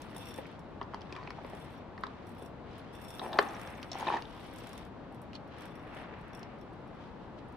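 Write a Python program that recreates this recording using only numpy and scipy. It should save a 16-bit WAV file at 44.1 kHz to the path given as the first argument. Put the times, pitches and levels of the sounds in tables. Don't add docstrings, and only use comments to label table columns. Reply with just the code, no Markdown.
import sys
import numpy as np
from scipy import signal
from scipy.fft import rfft, irfft
from scipy.io import wavfile

SR = 44100
rng = np.random.default_rng(int(sys.argv[2]) if len(sys.argv) > 2 else 0)


def transcribe(signal):
    frames = np.atleast_2d(signal).T
    limited = np.clip(frames, -1, 1)
    pcm = np.round(limited * 32767).astype(np.int16)
    wavfile.write(sys.argv[1], SR, pcm)


N = 333396
TIME = np.arange(N) / SR


def from_db(db):
    return 10 ** (np.asarray(db) / 20)


def rms_one(x):
    return x / np.sqrt(np.mean(x ** 2) + 1e-20)


def peak_one(x):
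    return x / np.abs(x).max()


def at_hz(points, hz):
    f, value = np.transpose(points)
    return np.interp(np.log(hz), np.log(f), value)


def panned(x, pan_db):
    return x * from_db(np.array([[.5], [-.5]]) * pan_db)


def add(track, t_s, sound):
    i = round(t_s * SR)
    track[..., i:i + sound.shape[-1]] += sound[..., :N - i]


def band(x, hz, kind, order=2):
    sos = signal.butter(order, np.clip(hz, 10, .45 * SR), kind, fs=SR, output="sos")
    return signal.sosfilt(sos, x + 1e-18)


def resonance(x, hz, width_hz):
    r, w = np.exp(-np.pi * width_hz / SR), 2 * np.pi * hz / SR
    return signal.lfilter(np.array([1, 0, -1]) * (1 - r * r) / 2, [1, -2 * r * np.cos(w), r * r], x + 1e-18)


def ring(force, hz, t60_s):
    r, w = np.exp(-np.log(1000) / (t60_s * SR)), 2 * np.pi * hz / SR
    return signal.lfilter([0, np.sin(w)], [1, -2 * r * np.cos(w), r * r], force + 1e-18)


def decay(t60_s, size):
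    return np.exp(-np.log(1000) * TIME[:size] / t60_s)


def swell(start_s, peak_s, end_s, depth_db, fade_s):
    gate = np.clip(1 + np.minimum(TIME - start_s, end_s - TIME) / fade_s, 0, 1)
    return gate * from_db(np.interp(TIME, np.sort([start_s, peak_s, end_s]), [-depth_db, 0, -depth_db]))


def drift(rate_hz):
    steps = rng.standard_normal(4096)
    return rms_one(np.interp(TIME * rate_hz, np.arange(len(steps)), steps))


def grains(per_s, spread_db):
    sizes = from_db(spread_db * np.minimum(rng.exponential(1, N), 3)) * rng.choice([-1, 1], N)
    return rms_one(sizes * (rng.random(N) < per_s / SR))


def contact(rough, t60_s, size=2048):
    force = rough * rng.standard_normal(size) * decay(t60_s, size)
    force[0] = 1
    return force


# f/Hz, coherence/1
COHERENCE = [(30, 0.14), (70, 0.79), (250, 0.78), (600, 0.65), (1200, 0.69), (2500, 0.36), (8000, 0.038)]
# f/Hz, pan/dB
BALANCE = [(60, 2.5), (180, 3.0), (550, 4), (1650, 1), (4970, 0), (15000, 0)]
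def wide_noise(spectrum, left_lag_s=.00004):
    hz = np.maximum(np.arange(N // 2 + 1) * SR / N, 1)
    mid, side = rfft(rng.standard_normal((2, N)))
    coherence = at_hz(COHERENCE, hz)
    pair = np.sqrt(1 + coherence) * mid + np.sqrt(1 - coherence) * side * [[1], [-1]]
    pair[0] *= np.exp(-2j * np.pi * hz * left_lag_s)
    pair = panned(pair, at_hz(BALANCE, hz))
    return rms_one(irfft(pair * from_db(at_hz(spectrum, hz)), N))


# f/Hz, density/dB
BACKGROUND_SPECTRUM = [(15, -32), (25, -6.5), (79, -0.5), (178, 0), (281, -0.5), (399, -5), (895, -7.5),
                       (2170, -22.5), (4040, -31.5), (6550, -46), (13900, -60.5), (15500, -74)]
def background_noise(rms_db=-47):
    return from_db(rms_db) * wide_noise(BACKGROUND_SPECTRUM)


# f/Hz, t60/s
CARPORT_DECAY = [(200, 0.19), (1200, 0.41), (4000, 0.1), (14000, 0.27)]
def carport(x, wet_db, early_db=9, early_t60_s=0.29, predelay_s=0.0029, size=22050):
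    edges_hz = 22 * 2 ** np.arange(0, 9.6, .5)
    white = rng.standard_normal((2, 2, size))
    tail = np.zeros((2, size))
    for k, (lo, hi) in enumerate(zip(edges_hz, edges_hz[1:])):
        t60_s = at_hz(CARPORT_DECAY, np.sqrt(lo * hi))
        tail += band(white[k % 2], [lo, hi], "band") * decay(t60_s, size)
    early_boost = 1 + from_db(early_db) * decay(early_t60_s, size)
    onset = np.clip(TIME[:size] / predelay_s - 1, 0, 1)
    response = rms_one(tail * early_boost * onset) / np.sqrt(size)
    return x + from_db(wet_db) * signal.fftconvolve(x, response, axes=1)[:, :N]


# start/s, peak/s, end/s, pad level/dB, coat level/dB
MOVEMENTS = [(0.0, 0.288, 0.53, -55, -60.5), (0.942, 1.5, 1.8, -56, -65),
             (1.997, 2.096, 2.46, -61.5, -68.5), (2.68, 3.158, 3.33, -57, -66),
             (3.413, 3.628, 3.846, -48, -67), (3.944, 4.128, 4.17, -44, -52),
             (4.24, 4.68, 4.83, -55, -59.5), (5.542, 5.622, 5.68, -50, -62),
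             (5.764, 5.976, 6.54, -52.5, -78), (5.95, 5.985, 6.02, -52.5, -64.5),
             (6.897, 7.098, 7.1, -62.5, -84)]
# t/s, half length/s, level/dB
COAT_BRUSHES = [(2.763, 0.058, -68), (5.355, 0.013, -51.5), (7.036, 0.051, -65.5), (7.236, 0.025, -68),
                (7.388, 0.017, -64.5)]
# f/Hz, density/dB
PAD_SPECTRUM = [(200, -28), (500, 3.5), (1100, 3), (1400, 1), (1900, 0.5), (2600, -4.5), (4000, -18),
                (7000, -40.5), (15000, -55)]
# f/Hz, density/dB
COAT_SPECTRUM = [(800, -42), (2000, -5.5), (3200, 0.5), (4500, -7.5), (5600, -12.5), (7000, -23),
                 (10000, -28), (15000, -52)]
def rustle(pad_gain_db=-1.0):
    pads, coat = np.zeros((2, N))
    for start_s, peak_s, end_s, pad_db, coat_db in MOVEMENTS:
        speed = swell(start_s, peak_s, end_s, depth_db=4, fade_s=0.062)
        pads += from_db(pad_db + pad_gain_db) * speed
        coat += from_db(coat_db) * speed
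    for t_s, half_s, level_db in COAT_BRUSHES:
        coat += from_db(level_db) * np.exp(-((TIME - t_s) / half_s) ** 2)
    scuff = pads * from_db(2.5 * drift(rate_hz=250)) * wide_noise(PAD_SPECTRUM)
    swish = coat * from_db(2.3 * drift(rate_hz=300)) * wide_noise(COAT_SPECTRUM)
    return scuff + swish


def bending_gain(hz, bend_db, below_hz=6400):
    return from_db(bend_db * (hz < below_hz))


# f/Hz, level/dB, t60/s, pan/dB
STEEL_MODES = [(2670, 4, 0.028, -4), (3500, 3.5, 0.06, -1.5), (5530, -1, 0.05, 5), (7640, -7.5, 0.02, 3),
               (8260, 0, 0.025, 4), (8700, -1, 0.023, 3), (9600, -1.5, 0.024, 3), (10060, 0, 0.035, -0.5),
               (11030, -1, 0.032, -1), (12280, -4, 0.03, -5), (13300, -14, 0.028, -6),
               (14060, -3.5, 0.026, -6.5), (15350, -16, .025, -6)]
# start/s, peak/s, end/s, level/dB, bending gain/dB, rasp gain/dB
CHAIN_SWINGS = [(0.0, 0.11, 0.17, -75, -7, -3), (0.147, 0.32, 0.4, -66.5, 4, -3),
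                (1.44, 1.62, 1.78, -74.5, 2, 12), (2.255, 2.28, 2.32, -77, -2, 1),
                (2.35, 2.43, 2.47, -73.5, 3, 1), (2.936, 3.18, 3.47, -64.5, 2, 3),
                (3.39, 3.61, 3.85, -70, 0, 19), (3.87, 3.983, 4.32, -73, 1, 15),
                (4.348, 4.588, 4.86, -71.5, 1, 15), (5.565, 5.605, 5.93, -82.5, 8, -3),
                (5.94, 5.97, 6.02, -72, -2, 11), (6.334, 6.363, 6, -71, -5, 1)]
def chain_jingle(links=7, detune=0.023, gain_db=-28.5, rasp_gain_db=3, uneven_db=3.5, idle_db=-106):
    swings = [(from_db(level_db) * swell(*times_s, depth_db=8.5, fade_s=0.018), bend_db, rasp_db)
              for *times_s, level_db, bend_db, rasp_db in CHAIN_SWINGS]
    touches = [from_db(gain_db) * grains(per_s=45, spread_db=3.5) for link in range(links)]
    rubbing = sum(swing * from_db(rasp_db + rasp_gain_db + gain_db) for swing, _, rasp_db in swings)
    coarse_grit = 1.2 * grains(per_s=150, spread_db=4)
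    fine_grit = .7 * np.array([grains(per_s=1200, spread_db=3) for side in range(2)])
    out = 2 * band(rubbing * (coarse_grit + fine_grit), [2300, 11500], "band", order=3)
    for hz, mode_db, t60_s, pan_db in STEEL_MODES:
        motion = from_db(idle_db) + sum(swing * bending_gain(hz, bend_db) for swing, bend_db, _ in swings)
        drive = motion * from_db(mode_db + uneven_db * drift(rate_hz=70))
        for link, hits in enumerate(touches):
            link_hz = hz * (1 + detune * ((link + rng.random()) / links * 2 - 1))
            lobes = rng.choice([-1, 1], (2, 1))
            out += lobes * panned(0.81, pan_db) * ring(drive * hits, link_hz, t60_s)
    return out


def stray_clinks(count=14, level_db=-74, spread_db=3, crack_db=-6):
    return [(moment * (N - 1) / SR, level_db + spread_db * (2 * strength - 1), 0, crack_db)
            for moment, strength in rng.random((count, 2))]


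# t/s, level/dB, bending gain/dB, crack gain/dB
LINK_STRIKES = [(0.0188, -49, 7, 11.5), (0.146, -53, 7, -8), (0.165, -37.5, -1, -9), (0.181, -40, 0, -6),
                (0.228, -64, 8, -5), (0.2554, -46, 5, -5), (0.277, -50, -1, -3), (0.286, -43, 2, -3),
                (0.307, -48, 8, -9), (0.341, -47, 6, 1), (0.361, -45, 3, -1), (0.379, -46, -3, 0),
                (0.4678, -57.5, -9, 3), (0.5142, -66, -3, 7), (0.593, -62.5, 9, 10.5), (1.464, -57, -6, 2),
                (1.498, -55, 2, 2), (1.55, -55, -8, 4), (1.601, -56, -6, 2), (1.989, -68, -2, 8),
                (2.009, -55, -14, -3), (2.269, -52, 0.5, -3), (2.292, -51.5, -7, -3), (2.3485, -63, -6, -2),
                (2.3944, -55, -6, -1), (2.4235, -50, -5, 0), (2.4604, -54.5, 4, 5), (2.7812, -46.5, -9, -7),
                (2.9342, -56, -2, -3), (2.9536, -50, -4, -3), (2.997, -64, -9, -1), (3.016, -53.5, 9, 7),
                (3.049, -51, 12, -2), (3.086, -53, 0, 2), (3.1045, -44.5, 5, 5), (3.1502, -48, 0, 1),
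                (3.427, -48, 0, 8), (3.5079, -54, -6, 5), (3.5351, -56, -8, 10), (3.5965, -53, -4, 8),
                (3.6143, -51, -4, 10), (3.702, -55, -4, 7), (3.986, -45, 3, 4), (3.999, -44, 0, 5),
                (4.3273, -63, -6, 6), (4.4021, -63, -6, 6), (4.4305, -61, -6, 4), (4.442, -56, -4, 4),
                (4.56, -52, -2, 4), (4.5782, -57, -3, 5), (4.585, -52, 3, 10), (4.6445, -65, -3, 5),
                (4.671, -50, -3, 7), (4.692, -53, -5, 6), (4.7311, -49, 7, 7), (4.778, -51, 14, 11.5),
                (4.851, -62, 1, 8), (5.1235, -57, -5, -8), (5.146, -54, -1, -7), (5.217, -48.5, -9, -10),
                (5.228, -63, -3, -8), (5.4762, -63, 4, -4), (5.584, -54, 5, -2), (5.608, -51, 7, 1),
                (5.62, -49, 3, -2), (5.656, -49, -1, 0), (5.7057, -72, -2, -4), (5.755, -52, 5, -12),
                (5.948, -58, -7, 8), (6.1886, -66, 0, -4), (6.211, -60, 1, -3), (6.2799, -60, 4, -1),
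                (6.3325, -55.5, 13, -3), (6.3491, -49, 13.5, 4), (6.3744, -53, -6, -7.5),
                (6.3935, -52, 5, 2), (6.586, -64, 5, -7), (6.6127, -57.5, 11, -10), (6.7314, -65, -4, -3),
                (6.875, -65, 6, -8), (6.947, -69, 12, -8), (7.4843, -62, -3, -4), (7.524, -62, -3, 0)]
def chain_clinks(ring_gain_db=-15, crack_gain_db=-1.5, detune=0.0093, uneven_db=1.0, t60_scale=1.2,
                 tap_hz=5400, tap_db_per_octave=10, phase_hz_per_rad=6000, size=6000):
    out = np.zeros((2, N))
    for t_s, level_db, bend_db, crack_db in LINK_STRIKES + stray_clinks():
        force = contact(rough=0.58, t60_s=0.013)
        force = force + np.array([contact(rough=1.0, t60_s=0.021) for side in range(2)])
        crack = peak_one(band(force, [1600, 10500], "band"))
        add(out, t_s, from_db(level_db + crack_db + crack_gain_db) * crack)
        for hz, mode_db, t60_s, pan_db in STEEL_MODES:
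            tap_db = tap_db_per_octave * min(np.log2(hz / tap_hz), 0)
            envelope = bending_gain(hz, bend_db) * decay(t60_scale * t60_s, size) / np.sqrt(2)
            for link in range(2):
                link_hz = hz * (1 + detune * rng.standard_normal())
                phase = rng.uniform(0, 2 * np.pi)
                side_phase = rng.standard_normal((2, 1)) * hz / phase_hz_per_rad
                ping = envelope * np.sin(2 * np.pi * link_hz * TIME[:size] + phase + side_phase)
                ping_db = level_db + ring_gain_db + mode_db + tap_db + uneven_db * rng.standard_normal()
                add(out, t_s, panned(from_db(ping_db) * ping, pan_db))
    return out


# f/Hz, level/dB, t60/s
RAWHIDE_MODES = [(322, -41, 0.012), (407, -19.5, 0.083), (544, -24, 0.027), (730, -15, 0.017),
                 (850, -24.5, 0.032), (1166, -9, 0.01), (1740, -11.5, 0.021), (2230, -13, 0.0048),
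                 (2986, -20, 0.02), (4340, -11.5, 0.0046), (5150, -20.5, 0.007), (5320, -21, 0.0067)]
def bone_ring(force):
    return sum((-1) ** k * from_db(level_db) * panned(ring(force, hz, t60_s), pan_db=rng.uniform(0, 5.5))
               for k, (hz, level_db, t60_s) in enumerate(RAWHIDE_MODES))


# t/s, level/dB, snap f/Hz, body gain/dB, body f/Hz, enamel tick gain/dB
BONE_CONTACTS = [(0.1625, -43.5, 3580, 7, 700, -15), (0.3856, -48, 2680, 18, 450, -18),
                 (0.455, -38, 2200, -14, 480, -28), (0.8134, -38, 3370, 12, 940, -15),
                 (0.819, -50.5, 2200, 16, 1010, -12), (0.829, -54.5, 4850, -6, 700, 5),
                 (0.9362, -52.5, 3230, 22, 970, -11), (0.9445, -43, 3260, 14.5, 920, 3.5),
                 (1.009, -50.5, 5200, -10, 830, -1), (1.017, -43, 3200, -10, 830, 1),
                 (1.125, -36, 2480, -4, 350, 0.5), (1.152, -44, 3400, -1, 900, -7),
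                 (1.1635, -36.5, 2290, -6, 990, -6), (1.229, -39, 1800, 0, 730, -11),
                 (1.235, -51, 4500, -10, 730, -6), (1.2742, -36, 2550, -1, 820, -8),
                 (1.3048, -36.5, 2330, 1.5, 945, -2), (1.4468, -45, 2650, 13, 400, -6),
                 (1.5329, -48.5, 2300, 16, 613, -20), (1.978, -37, 1880, -4, 1100, -14),
                 (2.0359, -42, 3850, 17.5, 1064, 3), (2.0362, -27.5, 1730, -13, 1050, -15),
                 (2.0674, -46.5, 3880, 9, 875, 4), (2.4204, -53, 3420, 15, 352.3, -18),
                 (3.1947, -29, 3880, -5, 1000, -33), (3.2161, -49.5, 3420, 22.5, 710, -16),
                 (3.2622, -43.5, 2940, 13.5, 720, -22), (3.3301, -33, 3720, 1.5, 1000, -13),
                 (3.487, -44, 6100, -7, 820, -9), (3.549, -45.5, 5500, -8, 700, -4),
                 (3.674, -45.5, 5500, -7, 470, 3), (3.752, -54, 6400, 0, 700, -1),
                 (3.8165, -51, 5440, -11, 700, -9), (3.829, -34, 2560, -11, 355, -0.5),
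                 (3.9165, -29, 5300, -7, 706, -4), (3.9312, -34, 5530, -19, 730, 2),
                 (3.948, -41, 5600, -11, 780, -10), (4.007, -44, 6640, -4, 780, 0),
                 (4.0718, -29.5, 3720, -17, 970, -26), (4.0815, -37, 3670, -5, 830, -20),
                 (4.0846, -27, 2590, -21, 830, -26), (4.2225, -37, 2720, -11, 640, 3.5),
                 (4.2537, -40.5, 3600, -13, 640, -13), (5.3318, -38.5, 2950, -21, 460, -5.5),
                 (5.353, -36.5, 4150, -22, 350, -18), (6.4298, -48, 5150, 5, 830, 3),
                 (6.4308, -45, 2580, -8, 820, -0.5)]
def bone_clicks(snap_gain_db=-1, body_gain_db=1, overtone_ratio=1.24, overtone_db=-7, ring_db=-9,
                splinter_db=-27):
    out = np.zeros((2, N))
    for t_s, level_db, snap_hz, body_db, body_hz, tick_db in BONE_CONTACTS:
        force = contact(rough=0.7, t60_s=0.011)
        force = force + np.array([contact(rough=0.22, t60_s=0.042) for side in range(2)])
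        snap = band(resonance(force, snap_hz, width_hz=380), [.5 * snap_hz, 1.12 * snap_hz], "band")
        enamel = band(resonance(force, hz=4500, width_hz=2000), [2200, 5200], "band", order=3)
        splinters = from_db(splinter_db) * band(force, [6500, 12000], "band")
        overtone = from_db(overtone_db) * resonance(force, overtone_ratio * body_hz, width_hz=610)
        body = band(resonance(force, body_hz, width_hz=210) - overtone, [280, 2150], "band")
        ringing = from_db(ring_db) * peak_one(bone_ring(band(force, 1300, "low")))
        click = from_db(snap_gain_db) * peak_one(snap)
        click += from_db(tick_db) * peak_one(enamel + splinters)
        click += from_db(body_db + body_gain_db) * (peak_one(body) + ringing)
        add(out, t_s, from_db(level_db) * click)
    return out


# f/Hz, width/Hz, level/dB
GRIP_RESONANCES = [(344, 130, -7), (1750, 170, -11.5), (2300, 130, -21), (3720, 77, -27), (5630, 790, -46)]
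def gripped_bone(force, hz, bright_db, width_hz=115):
    hollow = resonance(band(force, 1060, "low"), hz, width_hz)
    others = sum(from_db(level_db + bright_db) * resonance(force, peak_hz, peak_width_hz)
                 for peak_hz, peak_width_hz, level_db in GRIP_RESONANCES)
    return band(band(hollow + others, 107, "high"), 4800, "low", order=3)


# start/s, peak/s, end/s, level/dB, hollow f/Hz, width/Hz, brightness/dB
TOOTH_STROKES = [(1.098, 1.173, 1.29, -46, 1070, 260, 1), (1.376, 1.387, 1.42, -43.5, 780, 300, -7),
                 (3.215, 3.221, 3.46, -38.5, 725, 260, 0), (3.31, 3.363, 3.58, -35, 790, 170, -2.5),
                 (3.386, 3.406, 3.684, -42.5, 1190, 230, 2), (3.985, 4.045, 4.03, -34.5, 880, 150, -4),
                 (4.036, 4.148, 4.195, -30.5, 910, 115, -3.5)]
# t/s, level/dB, hollow f/Hz, brightness/dB
TOOTH_SLIPS = [(3.953, -32.5, 780, -10), (4.026, -29.5, 820, -12), (4.069, -24.5, 990, -6),
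               (4.08, -23, 885, -6), (4.086, -26, 890, -13), (4.102, -20, 960, -24),
               (4.139, -25.5, 920, -9), (4.17, -26, 890, 2.5)]
def teeth_grinding(stroke_gain_db=-2, slip_gain_db=1, pan_db=2.0):
    out = np.zeros((2, N))
    for *times_s, level_db, hz, width_hz, bright_db in TOOTH_STROKES:
        crunch = grains(per_s=800, spread_db=0.5) + 0.33 * rng.standard_normal((2, N))
        pressure = from_db(level_db + stroke_gain_db) * swell(*times_s, depth_db=13.5, fade_s=0.013)
        out += pressure * rms_one(gripped_bone(crunch, hz, bright_db, width_hz))
    for t_s, level_db, hz, bright_db in TOOTH_SLIPS:
        slip = gripped_bone(contact(rough=0.2, t60_s=0.017), hz, bright_db)
        add(out, t_s, from_db(level_db + slip_gain_db) * peak_one(slip))
    return panned(out, pan_db)


# t/s, level/dB, force low-pass f/Hz
KNOCK_CONTACTS = [(3.3874, -10, 6000), (3.3889, 2, 1980), (3.3908, -4.5, 975), (3.3928, -10, 5000),
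                  (3.397, -23, 1200)]
def bone_knock(size=8192):
    out = np.zeros((2, N))
    for t_s, level_db, cutoff_hz in KNOCK_CONTACTS:
        force = band(signal.unit_impulse(size), cutoff_hz, "low", order=1)
        add(out, t_s, from_db(level_db) * band(bone_ring(force), [220, 6800], "band", order=3))
    return out


def scene():
    background = background_noise()
    chewing = carport(bone_clicks() + teeth_grinding(), wet_db=-11.5)
    paws_and_fur = rustle()
    chain = carport(chain_jingle() + chain_clinks(), wet_db=-10.0)
    knock = carport(bone_knock(), wet_db=-12.0)
    return background + paws_and_fur + chain + chewing + knock


def record(dry):
    cutoff_hz = 15750
    return signal.sosfilt(signal.ellip(10, .2, 70, cutoff_hz, fs=SR, output="sos"), dry)


dry = scene()
out = record(dry)
transcribe(out)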